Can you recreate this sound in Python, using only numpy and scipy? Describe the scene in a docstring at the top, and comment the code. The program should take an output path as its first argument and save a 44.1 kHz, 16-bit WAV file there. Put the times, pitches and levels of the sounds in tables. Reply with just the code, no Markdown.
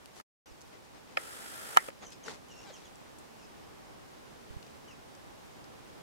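"""Beside a gravel track in still open air, geese graze near a hand-held camera.
The camera is closest and loudest: its zoom clicks, its gears whir, and the lens knocks to a stop.
A goose mutters through its closed bill, grass tears and ticks, and a small bird whistles thin peeps.
Puffs of wind push on the microphones, over a distant low rush and a faint hiss of leaves."""
import sys
import numpy as np
from scipy import signal
from scipy.fft import rfft, irfft, next_fast_len
from scipy.io import wavfile
from scipy.ndimage import uniform_filter1d

SR = 44100
rng = np.random.default_rng(int(sys.argv[2]) if len(sys.argv) > 2 else 0)


def dump_mix(stems):
    """Bounce the given channels to the path in sys.argv[1] as a 16-bit WAV at rate SR."""
    frames = np.atleast_2d(stems).T  # one column per channel
    limited = np.clip(frames, -1, 1)  # hard clip at full scale
    pcm = np.round(limited * 32767).astype(np.int16)
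    wavfile.write(sys.argv[1], SR, pcm)


N = 265658
T = np.arange(N) / SR
TOP_HZ = 15800  # upper edge of the sound
OPPOSITE = np.array([[1], [-1]])  # plus on the left, minus on the right


def camera_knocks(rise_s=0.00041, body_low_hz=200, finger_damping=0.79):
    """Each blow makes the camera body ring; a finger on the zoom lever shortens the ring."""
    # blows on the camera: (time [s], level [dB], place [0 zoom lever..1 lens stop], hardness [Hz],
    # crack level [dB])
    blows = [(0.1995, -33, 0.84, 2980, -26), (1.1705, -17, 0, 6000, -41), (1.1718, -14.5, 0.02, 9000, -38),
             (1.1733, -13.5, 0.14, 5000, -42), (1.7646, -19, 0.7, 2500, -37),
             (1.7711, 1, 0.94, 12000, -28.5), (1.8843, -37, 0, 700, -22), (1.8858, -26.5, 0, 200, -38),
             (1.9023, -37.5, 0.12, 9000, -30)]
    # tones the body rings at: (pitch [Hz], ring time [s], level struck at the lever [dB],
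    # level struck at the stop [dB], left ahead of right [rad], left minus right [dB])
    body_tones = [(312, 0.048, -18.5, -31, 2.5, 2.5), (410, 0.046, -17, -36, 3.5, 4),
                  (550, .045, -5.5, -30, 1.5, 3), (640, 0.045, -6, -15, 2.65, -2.5),
                  (793, 0.021, -10.5, -6, -1, -12), (890, 0.036, -5.5, -8, 2.5, 5.5),
                  (990, 0.019, -24.5, 8.5, 3.5, 0), (1262, 0.025, -1.5, 0, -2, 6),
                  (1387, 0.045, -13.5, -3, 3.5, -2), (1700, 0.03, -6, -10.5, 0, -1),
                  (1830, 0.021, 1.5, 0.5, 3, -1.5), (2260, 0.046, -8.5, -20.5, 3.5, 9.5),
                  (2480, 0.0072, 8.5, -6, -1.17, -2), (3000, 0.02, -3, -6.5, 2.3, -6),
                  (3780, 0.016, -20.5, -19.5, 0, -19.5), (4210, 0.015, -10.5, -12.5, -1, -5),
                  (5030, 0.021, -3.5, -26.5, -2, -3.5), (7060, 0.013, -30, -17, -7.5, -5),
                  (7760, 0.0067, -21.5, -15, -3.5, -4), (12770, .012, -26, -16.5, -1.5, -9)]
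    out, t = np.zeros((2, N)), T[:SR // 5]
    crack_shape = 3.5 * fade(t, .004) + fade(t, .016)  # hard plastic: a spike, then a short rattle
    for start, db, place, hard_hz, crack_db in blows:
        ring, ring_share = 0, np.interp(place, [0, 1], [finger_damping, 1])
        for hz, t60, lever_db, stop_db, lead, side_db in body_tones:
            strength = gain(np.interp(place, [0, 1], [lever_db, stop_db]))
            tone = np.sin(2 * np.pi * hz * t + OPPOSITE * lead / 2)
            ring = ring + strength * pan(side_db) * fade(t, t60 * ring_share) * tone
        body = soften(ring * (1 - np.exp(-t / rise_s)), hard_hz)  # a softer blow sounds duller
        body = body - soften(body, body_low_hz)  # a small body gives off little bass
        body = body / np.abs(body).max()
        crack_noise, buzz_noise = rng.standard_normal((2, 2, len(t)))
        crack = unit(band(crack_noise, hz=7200, width=3500)) * crack_shape
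        buzz = unit(band_twice(buzz_noise, hz=1950, width=450)) * fade(t, t60=0.12)  # loose parts
        add(out, start, gain(db) * (body + gain(crack_db) * crack + gain(-32) * buzz))
    return out


def zoom_gears(turns_per_s=52.3, throb=0.17, grain_db=-0.5):
    """Tiny gear teeth rub and tick into the lens barrel, pulsing slightly with each turn."""
    # where the gears make the barrel ring: (pitch [Hz], half the filter width [Hz], level [dB],
    # likeness of left and right [-1..1])
    resonances = [(503, 360, -2.5, 0.033), (1350, 134, 3.5, -0.55), (1760, 350, -2, -0.54),
                  (2460, 520, -12.5, -0.15), (3300, 480, -8.5, -0.22), (5100, 340, -8.5, -0.95),
                  (7470, 1500, -13, 0.25), (8720, 1540, -7.5, -0.15), (10700, 1600, -11.5, -0.37),
                  (12900, 620, -12, .2)]
    turns = np.cumsum(turns_per_s * (1 + 0.0087 * wander(6.8))) / SR
    friction = (1 + throb * np.sin(2 * np.pi * turns)) * gain(grain_db * wander(1500))
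    whir = 0
    for hz, half_width, db, alike in resonances:
        shared, side = band_twice(friction * rng.standard_normal((2, N)), hz, 2 * half_width)
        whir = whir + gain(db) * (np.sqrt(1 + alike) * shared + np.sqrt(1 - alike) * side * OPPOSITE)
    rub = band(friction * rng.standard_normal((2, N)), hz=3300, width=12000)
    return (unit(whir) + gain(-6.5) * unit(rub)) * motor_loudness()


def motor_loudness(start_s=1.171, creep_s=1.785, end_s=1.899, spin_up_s=0.0063, brake_s=0.0051):
    """The zoom motor spins up, grows louder as the lens travels, creeps on more quietly, and brakes."""
    start_db, rise_db_per_s, creep_db = -49, 7.5, -5
    running = ramp(start_s, spin_up_s) * (1 - ramp(end_s - brake_s, brake_s))
    travel_s = np.clip(T, start_s, creep_s) - start_s
    return running * gain(start_db + rise_db_per_s * travel_s + creep_db * ramp(creep_s, brake_s))


def goose_grunts(crest=.42):
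    """A goose mutters through its closed bill: the pitch rises to a crest, then drops."""
    # soft grunts: (time [s], length [s], highest pitch [Hz], final pitch [Hz], level [dB])
    grunts = [(2.023, 0.036, 714, 480, -59.5), (2.261, 0.046, 448, 400, -50),
              (2.651, .066, 802, 335, -54.5)]
    # where the throat rings: (pitch [Hz], width [Hz], level [dB])
    throat = [(470, 160, 1.5), (1760, 570, -13), (3500, 1100, -15)]
    out, jitter = np.zeros((1, N)), 1 + .035 * wander(500)
    for start, length, top_hz, end_hz, db in grunts:
        progress = np.linspace(0, 1, int(length * SR))
        from_crest = np.where(progress > crest, (progress - crest) / (1 - crest), crest - progress)
        hz = top_hz - (top_hz - end_hz) * from_crest ** 2
        phase = 2 * np.pi * np.cumsum(hz * jitter[int(start * SR):][:len(progress)]) / SR
        swell = progress * np.sqrt(1 - progress)  # grows, then stops short
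        buzz = sum(np.sin(k * phase) for k in range(1, 11)) * swell
        voice = sum(gain(ring_db) * band(buzz, ring_hz, width) for ring_hz, width, ring_db in throat)
        add(out, start, gain(db) * unit(voice))
    return out * pan(db=1)


def grass_rustles(fibres_per_s=5000, spread_db=4.0):
    """Many grass fibres break one after another: a fine crackle over the duller scuff of the turf."""
    # grass tearing and feet scuffing: (loudest time [s], rise [s], fall [s], level [dB],
    # turf compared with crackle [dB], brightness [Hz])
    rustles = [(0.178, 0.021, 0.034, -57.5, 3.5, 12000), (0.735, 0.013, 0.028, -72, 17, 7000),
               (0.85, 0.011, 0.016, -67, 4, 10000), (0.965, 0.022, 0.023, -69, 11.5, 7000),
               (1.09, 0.017, 0.12, -69.5, 12.5, 7000), (2.036, 0.012, 0.013, -67, 19.5, 6000),
               (2.128, 0.007, 0.0085, -51, -14, 9000), (2.293, 0.029, 0.042, -51, 5.5, 7600),
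               (2.67, 0.077, 0.047, -62, 6.5, 7000), (2.80, 0.036, .06, -60.5, -18, 8000)]
    breaks = (rng.random((2, N)) < fibres_per_s / SR) * rng.choice([-1, 1], (2, N))
    fibres = breaks * gain(spread_db * np.minimum(rng.exponential(size=(2, N)), 5))
    crackle = unit(band(fibres, hz=3900, width=5500))
    turf = unit(band(fibres, 400, 400) + gain(-6) * band(fibres, 830, 500)
                + gain(-14) * band(fibres, 1820, 360))
    out = 0
    for peak_s, rise, fall, db, turf_db, bright_hz in rustles:
        pull = gain(db) * np.exp(-((T - peak_s) / np.where(T < peak_s, rise, fall)) ** 2 / 2)
        out = out + pull * soften(crackle + gain(turf_db) * turf, bright_hz, order=2)
    return out * pan(db=3)


def stem_snaps():
    """A single snapping stem or bit of grit gives one short, bright tick."""
    # ticks: (time [s], peak level [dB], pitch [Hz], ring time [s], left minus right [dB])
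    snaps = [(0.058, -39, 3130, 0.0087, 8), (0.058, -41.5, 8260, 0.01, 6), (0.609, -44, 6000, .008, 0),
             (0.6156, -37.5, 6300, 0.0052, 5), (0.621, -44, 6000, 0.0092, -2), (2.104, -46, 8200, .012, 4),
             (2.125, -42, 5070, .012, 0), (2.2815, -29, 1320, 0.014, 7), (2.283, -41, 5500, .008, -3),
             (2.299, -40, 1970, 0.016, 7), (2.317, -37, 4200, 0.008, 8), (2.485, -49, 7150, 0.018, -8),
             (2.956, -46, 7500, 0.013, 4), (3.185, -45.5, 8300, 0.058, 0), (4.6272, -44.5, 3270, 0.019, 13),
             (4.666, -45, 4000, 0.019, 6), (5.151, -44, 6000, .025, 3), (5.642, -44.5, 5000, .02, 4)]
    out, t = np.zeros((2, N)), T[:SR // 12]
    for start, db, hz, t60, side_db in snaps:
        burst = rng.standard_normal((2, len(t))) * fade(t, t60)
        tick = band_twice(burst, hz, width=0.87 * hz)
        add(out, start, gain(db) * pan(side_db) * tick / np.abs(tick).max())
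    return out


def bird_peeps(bend=1.2, hiss_db=-6, echo_db=-4):
    """A small bird whistles thin, raspy, mostly falling notes, and the shrubs scatter them."""
    # peeps: (time [s], length [s], start pitch [Hz], end pitch [Hz], level [dB], octave above [dB])
    peeps = [(0.454, .07, 3140, 2430, -68.5, 1.5), (1.724, 0.029, 3600, 2900, -68, 7),
             (2.008, 0.095, 3470, 2770, -66, 8.5), (2.102, 0.053, 2620, 2550, -62, 2),
             (2.232, .05, 3250, 2550, -59, 4.5), (2.485, 0.08, 3050, 2660, -60, -2),
             (2.555, 0.1, 2705, 2850, -60, -0.5), (2.715, 0.063, 3540, 2530, -56.5, 0.5),
             (2.845, .038, 3550, 2750, -60, -2), (3.369, 0.047, 2900, 2670, -66, -3),
             (3.407, .06, 2660, 2500, -67, 1), (4.874, 0.062, 3130, 2450, -56.5, -8)]
    wobble = (1 + .018 * wander(700)) * (1 + 0.0154 * wander(90))  # the pitch wavers
    rasp = unit(gain(3.5 * wander(400))) * unit(gain(wander(80)))  # the note breaks up
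    hiss = unit(band_twice(rng.standard_normal(N), hz=6600, width=2000))
    out, t = np.zeros((1, N)), T[:SR // 3]
    for start, length, start_hz, end_hz, db, octave_db in peeps:
        progress = np.linspace(0, 1, int(length * SR))
        now = int(start * SR) + np.arange(len(progress))
        hz = start_hz + (end_hz - start_hz) * progress ** bend  # slides slowly first, then faster
        phase = 2 * np.pi * np.cumsum(hz * wobble[now]) / SR
        voice = np.sin(phase) + gain(octave_db) * (np.sin(2 * phase) + gain(hiss_db) * hiss[now])
        swell = 2 * np.sqrt(progress * (1 - progress))
        add(out, start, gain(db) * swell * voice)
    out *= rasp
    shrubs = rng.standard_normal((2, len(t))) * fade(t, t60=0.25)
    shrubs /= np.sqrt(np.sum(shrubs ** 2) / 2)
    return out + gain(echo_db) * signal.fftconvolve(out, shrubs, axes=1)[:, :N]


def wind_puffs(left_share=-0.52):
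    """A swirl of air pushes, then pulls at the right microphone; the left gets a weaker mirror image."""
    # puffs: (time [s], pitch [Hz], peak level on the right [dB])
    puffs = [(0.521, 62, -45), (4.509, 75, -36.5), (4.5168, 110, -56), (4.542, 90, -43),
             (4.5686, 80, -31.5)]
    pressure = np.zeros(N)
    for middle_s, hz, db in puffs:
        phase = 2 * np.pi * hz * (T - middle_s)
        pressure -= gain(db) * phase * np.exp((1 - phase ** 2) / 2)
    return pressure * np.array([[left_share], [1]])


def open_air(shared_db=-55.5, side_db=-52, freshen_s=2.6):
    """A breeze picks up from a lull and settles: a distant low rush and a faint hiss of leaves."""
    # air noise that both sides share: (frequency [Hz], relative level [dB])
    shared_spectrum = [(15, -41), (25, -4.5), (157, -1), (194, -0.5), (414, -1), (729, -4.5), (791, -1.5),
                       (905, -4), (1150, -6), (1280, -8.5), (1550, -9.5), (4330, -17), (5230, -17),
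                       (12400, -26.5), (15800, -31)]
    # air noise that is opposite on the two sides: (frequency [Hz], relative level [dB])
    side_spectrum = [(15, -48), (25, -8.5), (130, 0), (179, -5), (216, 0.5), (276, -2.5), (449, -3.5),
                     (513, -4), (604, -5.5), (929, -8), (1010, -8.5), (1730, -15.5), (8050, -28),
                     (14200, -34), (15800, -44)]
    air = gain(shared_db) * shaped_noise(shared_spectrum)
    air = air + gain(side_db) * shaped_noise(side_spectrum) * OPPOSITE
    rush = soften(air, hz=2500)
    hiss = air - rush
    lull = np.exp(-T / freshen_s)
    rush_db = -5.5 * lull + .45 * wander(18)
    hiss_db = 0.5 - 2 * lull + .3 * wander(14)
    return rush * pan(db=-1.5) * gain(rush_db) + hiss * gain(hiss_db)


def gain(db):
    """Turn decibels into a number to multiply by."""
    return 10 ** (np.asarray(db) / 20)


def unit(x):
    """Scale to an average (rms) level of 1."""
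    return x / np.sqrt(np.mean(x ** 2))


def pan(db):
    """Left and right gains that make the left louder by db."""
    return gain(OPPOSITE * db / 2)


def band(x, hz, width):
    """Keep the sound near one pitch; width is in Hz."""
    g, k = np.tan(np.pi * min(hz, TOP_HZ) / SR), width / hz
    return signal.lfilter([g * k, 0, -g * k], [1 + g * k + g * g, 2 * g * g - 2, 1 - g * k + g * g], x)


def band_twice(x, hz, width):
    """A band with steeper edges."""
    return band(band(x, hz, width), hz, width)


def soften(x, hz, order=1):
    """Turn down the sound above hz."""
    return signal.sosfilt(signal.butter(order, min(hz, TOP_HZ), fs=SR, output="sos"), x)


def shaped_noise(spectrum):
    """Noise that follows (frequency [Hz], level [dB]) points."""
    hz, db = np.transpose(spectrum)
    size = next_fast_len(N)
    freqs = np.maximum(np.arange(size // 2 + 1) * SR / size, 1)
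    shape = gain(np.interp(np.log(freqs), np.log(hz), db))
    return unit(irfft(rfft(rng.standard_normal(size)) * shape, size)[:N])


def wander(rate):
    """Glide to a new random value rate times a second."""
    step = int(SR / rate)
    held = np.repeat(rng.standard_normal(N // step + 1), step)
    return unit(uniform_filter1d(held, step)[:N])


def fade(t, t60):
    """Die away by 60 dB in t60 seconds, the ring time."""
    return np.exp(-np.log(1000) * t / t60)


def ramp(start_s, length_s):
    """Rise from 0 to 1 in a straight line."""
    return np.clip((T - start_s) / length_s, 0, 1)


def add(out, start_s, sound):
    """Mix a short sound in at start_s."""
    i = int(start_s * SR)
    out[:, i:i + sound.shape[-1]] += sound[..., :N - i]


def scene():
    """The camera's own noises in front of the grazing geese, the small bird and the open air."""
    return (camera_knocks() + zoom_gears() + goose_grunts() + grass_rustles() + stem_snaps()
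            + bird_peeps() + wind_puffs() + open_air())


def record(dry, silence_s=0.214, return_s=.458, drop_db=-7):
    """The sound drops out briefly near the start; peaks stop at full scale and the top treble is cut."""
    dying = gain(drop_db) * fade(np.maximum(T - silence_s, 0), t60=0.035)
    level = np.where(T < silence_s, 1, np.maximum(dying, ramp(return_s, 0.0012)))
    treble_cut = signal.ellip(10, .2, 80, TOP_HZ, fs=SR, output="sos")
    return signal.sosfilt(treble_cut, np.clip(dry * level, -1, 1))


dry = scene()
out = record(dry)
dump_mix(out)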